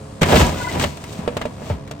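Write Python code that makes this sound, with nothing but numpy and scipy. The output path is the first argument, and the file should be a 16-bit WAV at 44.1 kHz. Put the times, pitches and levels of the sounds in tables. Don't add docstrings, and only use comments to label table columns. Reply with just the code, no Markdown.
import sys
import numpy as np
from scipy import signal
from scipy.fft import rfft, irfft
from scipy.io import wavfile
from scipy.ndimage import uniform_filter1d

SR = 44100
rng = np.random.default_rng(int(sys.argv[2]) if len(sys.argv) > 2 else 0)


def master_out(mix):
    frames = np.transpose(np.atleast_2d(mix))
    ceiling = np.clip(frames, -1, 1)
    pcm = np.round(ceiling * 32767).astype(np.int16)
    wavfile.write(sys.argv[1], SR, pcm)


N = 88200
T = np.arange(N) / SR


def undb(db):
    return 10 ** (np.asarray(db) / 20)


def unit(x):
    return x / np.sqrt(np.mean(x ** 2))


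def curve(rows, lag_s=0):
    return np.interp(T - lag_s, *np.array(rows).T)


def on_bins(hz, values):
    return np.interp(np.log(np.arange(N + 1) * SR / (2 * N) + 1), np.log(hz), values)


def colour(x, eq):
    cepstrum = irfft(on_bins(*np.array(eq).T) * np.log(10) / 20)
    cepstrum[1:N] *= 2
    cepstrum[N + 1:] = 0
    return irfft(rfft(x, 2 * N) * np.exp(rfft(cepstrum)))[:N]


def wander(rate_hz):
    hold = int(SR / rate_hz)
    steps = np.repeat(rng.standard_normal(N // hold + 1), hold)
    return unit(uniform_filter1d(uniform_filter1d(steps, hold), hold)[:N])


def strike(start, attack_s, t60_s):
    age = np.maximum(T - start, 0)
    return (1 - np.exp(-age / attack_s)) * np.exp(-np.minimum(np.log(1000) * age / t60_s, 20))


def ring(modes):
    t = T[:N // 2]
    return sum(undb(db - 60 * t / t60) * np.sin(2 * np.pi * hz * t) for hz, db, t60 in modes)


def clicks(per_s, spread_db):
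    size = undb(spread_db * np.minimum(rng.exponential(size=N), 5))
    return unit((rng.random(N) < per_s / SR) * size * rng.choice([-1, 1], N))


# t/s, clank level/dB, crack level/dB, splinter level/dB
HITS = [(0.212, -51, -20, -28), (.217, -13, -9, -16.5), (.230, -32, -8.5, -17), (.292, -38, -17, -37),
        (.305, -14.5, -41, -43), (.333, -7.5, -36, -35), (.359, -16.5, -7, -31), (.399, -27, -13, -29),
        (.412, -11, -12.5, -30), (.796, -23, -17.5, -20), (.812, -23, -17, -41), (.839, -16, -12.5, -21),
        (.971, -33, -36, -33), (1.039, -54, -31.5, -31), (1.127, -47, -42, -35), (1.277, -11.5, -20, -34.5),
        (1.368, -15.5, -20.5, -25), (1.414, -25.5, -19.5, -30), (1.454, -16, -27, -34),
        (1.619, -28, -43, -57), (1.701, -16.5, -29.5, -41), (1.875, -49, -36.5, -41),
        (1.911, -29, -29, -30)]
# f/Hz, level/dB, t60/s
STEEL_MODES = [(243, -12.5, 0.2), (475, -7, 0.086), (597, -0.5, 0.06), (684, -6.5, 0.055),
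               (879.6, -10, 0.08), (1134, -25, 0.083), (1314, -22, 0.12)]


def clanks():
    detune, scatter_db = 0.018, 2.5
    out = np.zeros(N)
    for start, clank_db, _, _ in HITS:
        pitch_draws, level_draws = rng.standard_normal((2, len(STEEL_MODES)))
        modes = [(hz * (1 + detune * pitch), db + scatter_db * level, t60)
                 for (hz, db, t60), pitch, level in zip(STEEL_MODES, pitch_draws, level_draws)]
        out += undb(clank_db) * np.interp(T - start, T[:N // 2], ring(modes), left=0, right=0)
    return out


# f/Hz, level/dB
CRACK_EQ = [(300, 3), (700, 0), (1500, -1.5), (3000, -4.5), (4500, -15), (8000, -36.5), (16000, -49.5)]
# f/Hz, level/dB
SHARD_EQ = [(900, -33), (2000, 0), (3300, -0.5), (5000, -4), (8300, -3.5), (10000, -18.5), (12500, -13.5),
            (15500, -18.5)]


def cracks():
    crack = unit(colour(clicks(per_s=14000, spread_db=2.5), CRACK_EQ))
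    splinters = unit(colour(clicks(per_s=14000, spread_db=2.5), SHARD_EQ))
    attack_s = 0.00091
    out = np.zeros(N)
    for start, _, crack_db, splinter_db in HITS:
        out += undb(crack_db) * crack * strike(start, attack_s, t60_s=0.069)
        out += undb(splinter_db) * splinters * strike(start, attack_s, t60_s=0.045)
    return out


# t/s, start f/Hz, end f/Hz, t60/s, level/dB
SHELL_THUMPS = [(.217, 200, 89, 0.07, -0.5), (0.344, 79, 47, .3, -13), (0.403, 93, 45, 0.23, -9),
                (1.189, 197, 119, 0.043, -9.5), (1.703, 126, 50.7, .19, -12)]


def thumps():
    glide_s = 0.034
    out = np.zeros(N)
    for start, start_hz, end_hz, t60, db in SHELL_THUMPS:
        glide = np.exp(-np.maximum(T - start, 0) / glide_s)
        hz = (T > start) * (end_hz + (start_hz - end_hz) * glide)
        envelope = strike(start, attack_s=0.003, t60_s=t60)
        out += undb(db) * envelope * np.sin(2 * np.pi * np.cumsum(hz) / SR)
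    return out


# t/s, level/dB
CRUSH_RIDE = [(.208, -49), (.222, -26.5), (.29, -20), (.32, -11), (.37, -14.5), (.43, -16), (.48, -23.5),
              (.56, -31.5), (.67, -32), (.76, -25), (.84, -25.5), (.90, -43), (1.09, -44.5), (1.18, -36.5),
              (1.45, -39.5), (1.54, -49.5), (1.72, -32), (1.82, -56)]
# f/Hz, level/dB
SHEET_EQ = [(120, -16.5), (250, 3.5), (330, 0), (480, -2), (650, 2), (1000, -5), (1400, -10.5),
            (2800, -14.5), (4500, -24.5), (9000, -39)]
# f/Hz, level/dB, t60/s
PANEL_RINGS = [(479, -1, 0.22), (610, -1.5, 0.34), (805, -1, 0.18), (970, 6.5, 0.26), (1240, -2, 0.15),
               (1650, 0, 0.22), (1804, -7, 0.14)]


def buckling():
    per_s, spread_db = 1400, 3.5
    crush = undb(curve(CRUSH_RIDE))
    snaps = unit(colour(clicks(per_s, spread_db), SHEET_EQ)) * crush
    panels = signal.fftconvolve(clicks(per_s, spread_db) * crush, ring(PANEL_RINGS))[:N]
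    return snaps + undb(-8) * snaps.std() * unit(panels)


# f/Hz, width/Hz, level/dB
SHELL_BANDS = [(48.6, 11, -7.5), (90.4, 24.5, 2.5), (162.6, 63, -0.5), (223.3, 36, -7)]


def shell_boom():
    push = clicks(per_s=500, spread_db=1.3)
    boom = np.zeros(N)
    for hz, width, db in SHELL_BANDS:
        band = signal.butter(2, [hz - width / 2, hz + width / 2], "band", fs=SR, output="sos")
        boom += undb(db) * signal.sosfilt(band, push)
    return unit(boom) * undb(-2.5 + 0.9 * curve(CRUSH_RIDE, lag_s=0.021))


# t/s, level/dB
GLASS_RIDE = [(.208, -72), (.222, -46), (.28, -32), (.36, -21), (.42, -22), (.54, -36.5), (.68, -37),
              (.73, -31), (.77, -38), (.83, -25), (.89, -42), (1.06, -50), (1.14, -40.5), (1.26, -56),
              (1.56, -56.5), (1.69, -42.5), (1.81, -67)]


def glass():
    flurry_db = 2.73 * wander(69.67)
    crumbs = unit(colour(clicks(per_s=3500, spread_db=3), SHARD_EQ))
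    return crumbs * undb(curve(GLASS_RIDE) + flurry_db)


# f/Hz, level/dB
SQUEAL_PARTIALS = [(991, -35), (1459, -34), (2030, -38.5)]


def squeal():
    peak_s, half_length_s, rough_db, waver = 0.645, 0.081, 7.0, 0.0066
    swell = np.exp(-((T - peak_s) / half_length_s) ** 4)
    out = np.zeros(N)
    for hz, db in SQUEAL_PARTIALS:
        gain = undb(db + rough_db * wander(90.9))
        pitch_hz = hz * (1 + waver * wander(300))
        out += gain * np.sin(2 * np.pi * np.cumsum(pitch_hz) / SR)
    return swell * out


# t/s, f/Hz
FIRING_RATE = [(0, 71.1), (.3, 71), (1.0, 69.8), (1.45, 69.12), (1.7, 69.65), (2.0, 72.34)]


def firing_phase():
    hz = curve(FIRING_RATE) * (1 + 0.0031 * wander(20))
    return 2 * np.pi * np.cumsum(hz) / SR


# multiple of the firing rate, level/dB
DRONE_ORDERS = [(1, -54), (2, -44), (3, -46.5), (4, -47.5), (6, -52.5), (7.5, -51), (9.33, -52)]


def engine_drone(phase):
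    return sum(np.sqrt(2) * undb(db + 2.3 * wander(14)) * np.sin(k * phase + 2 * np.pi * rng.random())
               for k, db in DRONE_ORDERS)


# f/Hz, level/dB
RUMBLE_EQ = [(20, -32), (40, -16.5), (80, 3), (180, -3.5), (300, -11.5), (600, -13.5), (1100, -17),
             (1500, -25), (3000, -30.5), (8000, -38), (16000, -60.5)]


def engine_rumble(phase):
    idle_db, load_db, load_rise_s, throb = -38, 1, 0.292, 0.42
    rumble = unit(colour(rng.standard_normal(N) * (1 + throb * np.cos(phase)), RUMBLE_EQ))
    first_hit_s = HITS[0][0]
    load = np.clip((T - first_hit_s) / load_rise_s, 0, 1)
    return rumble * undb(idle_db + load_db * load)


# f/Hz, level/dB
OIL_EQ = [(1000, 3), (2500, -6), (4500, -1.5), (6000, -3.5), (8500, 2), (11000, -14), (16000, -23)]


def oil_hiss():
    fade_middle_s, fade_s = 1.63, 0.15
    hiss = unit(colour(rng.standard_normal(N), OIL_EQ))
    return undb(-51) * hiss / (1 + np.exp((T - fade_middle_s) / fade_s))


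# f/Hz, left minus right/dB, left phase lead/rad, scattered over shared clatter/dB
STEREO_IMAGE = [(102, 1, -0.11, -23), (300, -1.5, -0.4, -9.5), (555, -7, 0.62, -2.5),
                (950, 6.5, 1.74, -1.5), (1560, 2.5, -1.42, 3.5), (2560, 1, 1.25, 0), (4930, 5, 1.1, 3.5),
                (7800, -1, 0.24, 13), (13100, -0.5, 0.23, 5.5)]


def yard(tones, clatter, scattered):
    hz, balance_db, lead, scatter_db = np.array(STEREO_IMAGE).T
    share = undb(on_bins(hz, scatter_db))
    tail_db = -18
    channels = []
    for side, own in zip((1, -1), scattered):
        blend = (rfft(clatter, 2 * N) + share * rfft(own, 2 * N)) / np.sqrt(1 + share ** 2)
        spectrum = rfft(tones, 2 * N) + blend
        tail = unit(rng.standard_normal(N) * strike(0.014, attack_s=0.0094, t60_s=0.36))
        direct = np.exp(0.5j * side * on_bins(hz, lead))
        reflected = undb(tail_db) * rfft(tail, 2 * N) / np.sqrt(N)
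        pan = undb(side * on_bins(hz, balance_db) / 2)
        channels.append(irfft(spectrum * (direct + reflected) * pan)[:N])
    return np.array(channels)


def scene():
    phase = firing_phase()
    tones = clanks() + thumps() + squeal() + engine_drone(phase)
    shared, left, right = (
        cracks() + buckling() + shell_boom() + glass() + engine_rumble(phase) + oil_hiss()
        for _ in range(3))
    return yard(tones, shared, (left, right))


def record(dry):
    top_hz = 15900
    lowpass = signal.ellip(8, 0.2, 80, top_hz, fs=SR, output="sos")
    return signal.sosfilt(lowpass, np.tanh(dry))


dry = scene()
out = record(dry)
master_out(out)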